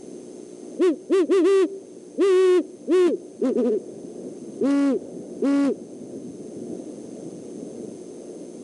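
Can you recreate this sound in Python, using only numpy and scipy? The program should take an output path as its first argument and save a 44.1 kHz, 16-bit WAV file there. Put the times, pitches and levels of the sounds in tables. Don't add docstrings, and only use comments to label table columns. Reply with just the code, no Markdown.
import sys
import numpy as np
from scipy import signal
from scipy.fft import rfft, irfft, next_fast_len
from scipy.io import wavfile
from scipy.ndimage import uniform_filter1d, map_coordinates

SR = 44100
rng = np.random.default_rng(int(sys.argv[2]) if len(sys.argv) > 2 else 0)


def generate_wav(signal):
    frames = np.transpose(np.atleast_2d(signal))
    scaled = np.clip(frames, -1, 1) * 32767
    pcm = np.round(scaled).astype(np.int16)
    wavfile.write(sys.argv[1], SR, pcm)


N = 380583
TIME = np.arange(N) / SR


def amp(db):
    return 10 ** (np.asarray(db) / 20)


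def unit(x):
    return x / np.sqrt(np.mean(x ** 2) + 1e-20)


def along(points, hz):
    freqs, values = np.transpose(points)
    return np.interp(np.log(hz + 1), np.log(freqs + 1), values)


def wobble(rate):
    return map_coordinates(rng.standard_normal(int(N * rate / SR) + 4), [TIME * rate])


def filtered(x, response):
    size = next_fast_len(N + 8192)
    return irfft(rfft(x, size) * response(np.fft.rfftfreq(size, 1 / SR)), size)[:N]


def coloured(x, points):
    return filtered(x, lambda hz: amp(along(points, hz)))


def night_air(breezy_db, flutter_db, swell_db, rush_db, buffet_db):
    # time in seconds, level in dB.
    breeze_fader = [(0, -40), (3.3, -38.5), (3.9, -34.5), (6.4, -34), (8.5, -37)]
    # frequency in Hz, gain in dB.
    rush_eq = [(25, -49.5), (65, -25), (100, -40.5), (180, -11), (250, -1), (380, 0.5), (520, -3.5),
               (700, -14.5), (1000, -39), (1600, -38.5), (4000, -94)]
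    buffet_eq = [(30, -37.5), (60, -28), (110, -9), (240, 6.5), (420, 1), (700, -33), (1100, -60)]
    level_db = np.interp(TIME, *np.transpose(breeze_fader))
    stir = amp(level_db - breezy_db)
    rush = unit(amp(swell_db * wobble(8.3)) * coloured(rng.standard_normal(N), rush_eq))
    lumps = amp(flutter_db * (wobble(14) + wobble(70)))
    buffets = unit(lumps * coloured(rng.standard_normal(N), buffet_eq))
    return amp(level_db) * (amp(rush_db) * rush + amp(buffet_db) * stir * buffets)


def camera_noise(mains_hz, hiss_db, buzz, whine_depth, hum_db):
    # multiple of the mains frequency, level in dB before the hum's fader.
    harmonics = [(2, -67.5), (3, -55.5), (4, -54.5), (5, -46), (6, -44), (7, -50.5)]
    # frequency in Hz, gain in dB.
    hiss_eq = [(60, -16), (500, 10.5), (1500, -7), (4200, -6), (6000, -2), (7200, -3), (8300, 0.5),
               (10200, -0.5), (10800, -7), (11300, -36), (12000, -62)]
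    # frequency in Hz, level in dB against the hiss.
    whine_tones = [(2121, -24), (4247, -37), (6315.5, -3.5)]
    mains = 2 * np.pi * mains_hz * TIME
    hum = sum(amp(db + wobble(5.8)) * np.sin(round(k) * mains + 0.17 * wobble(2.37))
              for k, db in harmonics)
    pulsing = np.exp(buzz * np.cos(2 * mains))
    hiss = unit(coloured(rng.standard_normal(N) * pulsing, hiss_eq))
    whine = sum(amp(db) * np.sin(2 * np.pi * hz * TIME) for hz, db in whine_tones)
    whine *= 1 + whine_depth * np.sin(mains)
    return amp(hum_db) * hum + amp(hiss_db) * (hiss + whine)


def female_owl():
    # start, length, rise and fall in seconds, held pitch in Hz,
    # sag in Hz per second, overshoot in Hz, end pitch in Hz.
    hoots = [(0.786, 0.17, 0.062, 0.096, 376.8, -5, 1.5, 217),
             (1.093, 0.17, 0.069, 0.084, 394.8, -26.5, -1.5, 241.4),
             (1.284, 0.16, 0.07, 0.079, 390, 53.5, 10, 279),
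             (1.41, 0.26, 0.085, 0.057, 395.5, 116.0, 1.5, 264),
             (2.175, 0.449, 0.088, 0.054, 380.9, 61.5, 24.0, 243.3),
             (2.874, 0.29, 0.093, 0.1, 375.5, 286, -0.5, 146.9)]
    # frequency in Hz, gain in dB.
    throat = [(200, -38), (250, -27), (290, -19), (340, -14.5), (400, -15.5), (460, -21), (590, -25),
              (700, -34), (800, -54)]
    rasp_eq = [(450, -52), (700, -6.5), (1000, 0), (2100, -1.5), (3100, 1.5), (4000, -1), (5000, -5),
               (6800, -3.5), (10000, -2), (11300, -18), (15000, -31)]
    style = dict(rest_hz=195, rise_bend=1.89, fall_bend=1.19, dome_hz=0,
                 attack_s=0.01, fade_db=5.5, release_s=0.013)
    return owl(hoots, style, throat, rasp_eq, octave_db=-6,
               jitter=.004, flutter=.004, edge_scatter=.016, grit=.024, crackle=0.19,
               rasp_db=-19.5, knee_hz=334.5, knee_width_hz=16.7, least_drive=0.017, hoarse_drive=0.48,
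               duty=0.461, duty_hz=374.3, widening=.4, spike=0.23, spike_lag_s=0.000794)


def hoot_pitch(t, style, length, rise, fall, held_hz, sag, overshoot_hz=0, end_hz=None):
    waver_hz, waver_decay_s = 6.09, .12
    rest_hz = style["rest_hz"]
    holding = np.maximum(t - rise, 0)
    waver = overshoot_hz * np.exp(-holding / waver_decay_s) * np.cos(2 * np.pi * waver_hz * holding)
    dome = -style["dome_hz"] * (2 * t / length - 1) ** 2
    held = held_hz - sag * holding + waver + dome
    swoop = np.clip(1 - t / rise, 0, 1) ** style["rise_bend"]
    slide = np.clip(1 - (length - t) / fall, 0, 1) ** style["fall_bend"]
    pitch = held + (rest_hz - held) * swoop
    return pitch + ((end_hz or rest_hz) - pitch) * slide


def phrase(hoots, style):
    pitch, voicing = np.zeros(N), np.zeros(N)
    for start, length, rise, fall, *tune in hoots:
        span = (TIME >= start) & (TIME < start + length)
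        t = TIME[span] - start
        gate = np.clip(np.minimum(t / style["attack_s"], (length - t) / style["release_s"]), 0, 1)
        fade = amp(-style["fade_db"] * np.clip(1 - (length - t) / fall, 0, 1) ** 2)
        pitch[span] = np.maximum(pitch[span], hoot_pitch(t, style, length, rise, fall, *tune))
        voicing[span] = np.maximum(voicing[span], gate * fade)
    return np.where(pitch > 0, pitch, style["rest_hz"]), voicing


def owl(hoots, style, throat, rasp_eq, octave_db, jitter, flutter, edge_scatter, grit, crackle,
        rasp_db, knee_hz, knee_width_hz, least_drive, hoarse_drive, **overload_shape):
    # centre and half length in seconds, roughness 0-1.
    hoarse_spots = [(3.085, .022, .4), (3.6, .2, .08), (5.655, .016, .17)]
    pitch, voicing = phrase(hoots, style)
    pitch = uniform_filter1d(pitch, size=400)
    rough = sum(depth * np.exp(-((TIME - s) / half) ** 2) for s, half, depth in hoarse_spots)
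    shake = (jitter + rough) * wobble(260)
    tremble = 1 - rough / 2 + (flutter + rough / 2) * wobble(190)
    phase = 2 * np.pi * np.cumsum(pitch) / SR + shake
    chest_db = 7 * np.exp(-((TIME - 3.125) / 0.028) ** 2)
    octave = amp(along(throat, 2 * pitch) + octave_db + chest_db) * np.sin(2 * phase)
    fundamental = amp(along(throat, pitch)) * np.cos(phase)
    voice = voicing * tremble * np.sqrt(2) * (fundamental + octave)
    drive = least_drive + 1 / (1 + np.exp((knee_hz - pitch) / knee_width_hz)) + hoarse_drive * rough
    scatter = edge_scatter * wobble(3000)
    fizz = (grit + crackle * rough) * rng.standard_normal(N) * np.exp(.5 * wobble(500))
    steps = overload(phase + scatter, pitch, **overload_shape)
    rasp = converter_grit(voicing * drive * amp(rasp_db) * (steps + fizz), rate_hz=22050)
    low_cut = [(90, -37.5), (185, -1.5)]
    return coloured(voice, low_cut), coloured(rasp, rasp_eq)


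def overload(phase, pitch, duty, duty_hz, widening, spike, spike_lag_s):
    share = np.clip(duty * (pitch / duty_hz) ** widening, .03, .5)
    step = (np.cos(phase) > np.cos(np.pi * share)) - share
    thin_pulse = np.cos(phase - 2 * np.pi * pitch * spike_lag_s) > np.cos(np.pi * .05)
    return spike * thin_pulse - step


def converter_grit(x, rate_hz):
    hold = round(SR / rate_hz)
    return x[np.arange(N) // hold * hold]


def ducking(voices, knee_db, linger_db, recovery_db_per_s):
    power = np.abs(uniform_filter1d(voices ** 2, size=900))
    fast_db = 10 * np.log10(1 + power / amp(knee_db) ** 2)
    recovered = recovery_db_per_s * TIME
    slow_db = np.maximum.accumulate(np.minimum(fast_db, linger_db) + recovered) - recovered
    return amp(-fast_db - slow_db)


def woods_reverb(x, tail_db):
    # frequency in Hz, seconds to die away by 60 dB.
    decay_times = [(200, 0.55), (500, 0.93), (2000, 0.12)]
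    hz, t, noise = signal.stft(rng.standard_normal(SR), SR, nperseg=256)
    decay = amp(-60 * t / along(decay_times, hz)[:, None])
    tail = signal.istft(noise * decay, SR, nperseg=256)[1]
    return amp(tail_db) * signal.fftconvolve(x, tail / np.linalg.norm(tail))[:N]


def hollow_echo(x, delay_s, centre_hz, width_hz, echo_db):
    band = lambda f: 1j * f * width_hz / (centre_hz ** 2 - f ** 2 + 1j * f * width_hz)
    return amp(echo_db) * filtered(x, lambda f: band(f) ** 2 * np.exp(-2j * np.pi * f * delay_s))


def male_owl():
    # start, length, rise and fall in seconds, held pitch in Hz,
    # sag in Hz per second.
    hoots = [(3.415, 0.12, 0.085, 0.1, 283.1, 28.0), (3.554, 0.089, 0.057, 0.059, 258.4, 15),
             (3.624, 0.087, 0.068, 0.039, 253.8, 0.0), (3.693, 0.088, 0.052, 0.067, 224, 19),
             (4.609, 0.366, 0.098, 0.117, 282.5, 12.5), (5.42, 0.31, 0.068, 0.088, 281.5, 0.5)]
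    # frequency in Hz, gain in dB.
    throat = [(170, -53.5), (200, -36.5), (245, -20.5), (280, -18), (370, -10), (500, -15.5), (570, -25.5)]
    rasp_eq = [(450, -42.5), (620, 13.5), (820, 1.5), (1100, 4), (1600, 0), (2300, -0.5), (2750, 2),
               (3200, -1.5), (5200, -3), (7000, -3), (10400, -4.5), (11300, -33.5), (15000, -52)]
    style = dict(rest_hz=165.7, rise_bend=2.95, fall_bend=2.45, dome_hz=6,
                 attack_s=0.0039, fade_db=3.2, release_s=0.0038)
    return owl(hoots, style, throat, rasp_eq, octave_db=-7,
               jitter=.024, flutter=.015, edge_scatter=.027, grit=.08, crackle=0.19,
               rasp_db=-23.0, knee_hz=265.8, knee_width_hz=18.4, least_drive=.05, hoarse_drive=0.14,
               duty=.085, duty_hz=277.0, widening=-3.0, spike=0.27, spike_lag_s=.0012)


def scene():
    female, female_rasp = female_owl()
    male, male_rasp = male_owl()
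    voices = female + male
    echoes = woods_reverb(voices, tail_db=-27.0)
    echoes += hollow_echo(voices, delay_s=.14, centre_hz=390.6, width_hz=11, echo_db=-17.0)
    breeze = night_air(breezy_db=-34, flutter_db=2.5, swell_db=1.8, rush_db=-4.0, buffet_db=-3.0)
    electronics = camera_noise(mains_hz=60, hiss_db=-54.5, buzz=0.34, whine_depth=0.6, hum_db=0.5)
    gain = ducking(voices, knee_db=-20.5, linger_db=4.0, recovery_db_per_s=3.0)
    mono = voices + female_rasp + male_rasp + echoes + gain * (breeze + electronics)
    return mono * amp(db=[[.23], [-.23]])


def record(dry):
    return np.array([filtered(channel, lambda hz: hz < 15000) for channel in dry])


dry = scene()
out = record(dry)
generate_wav(out)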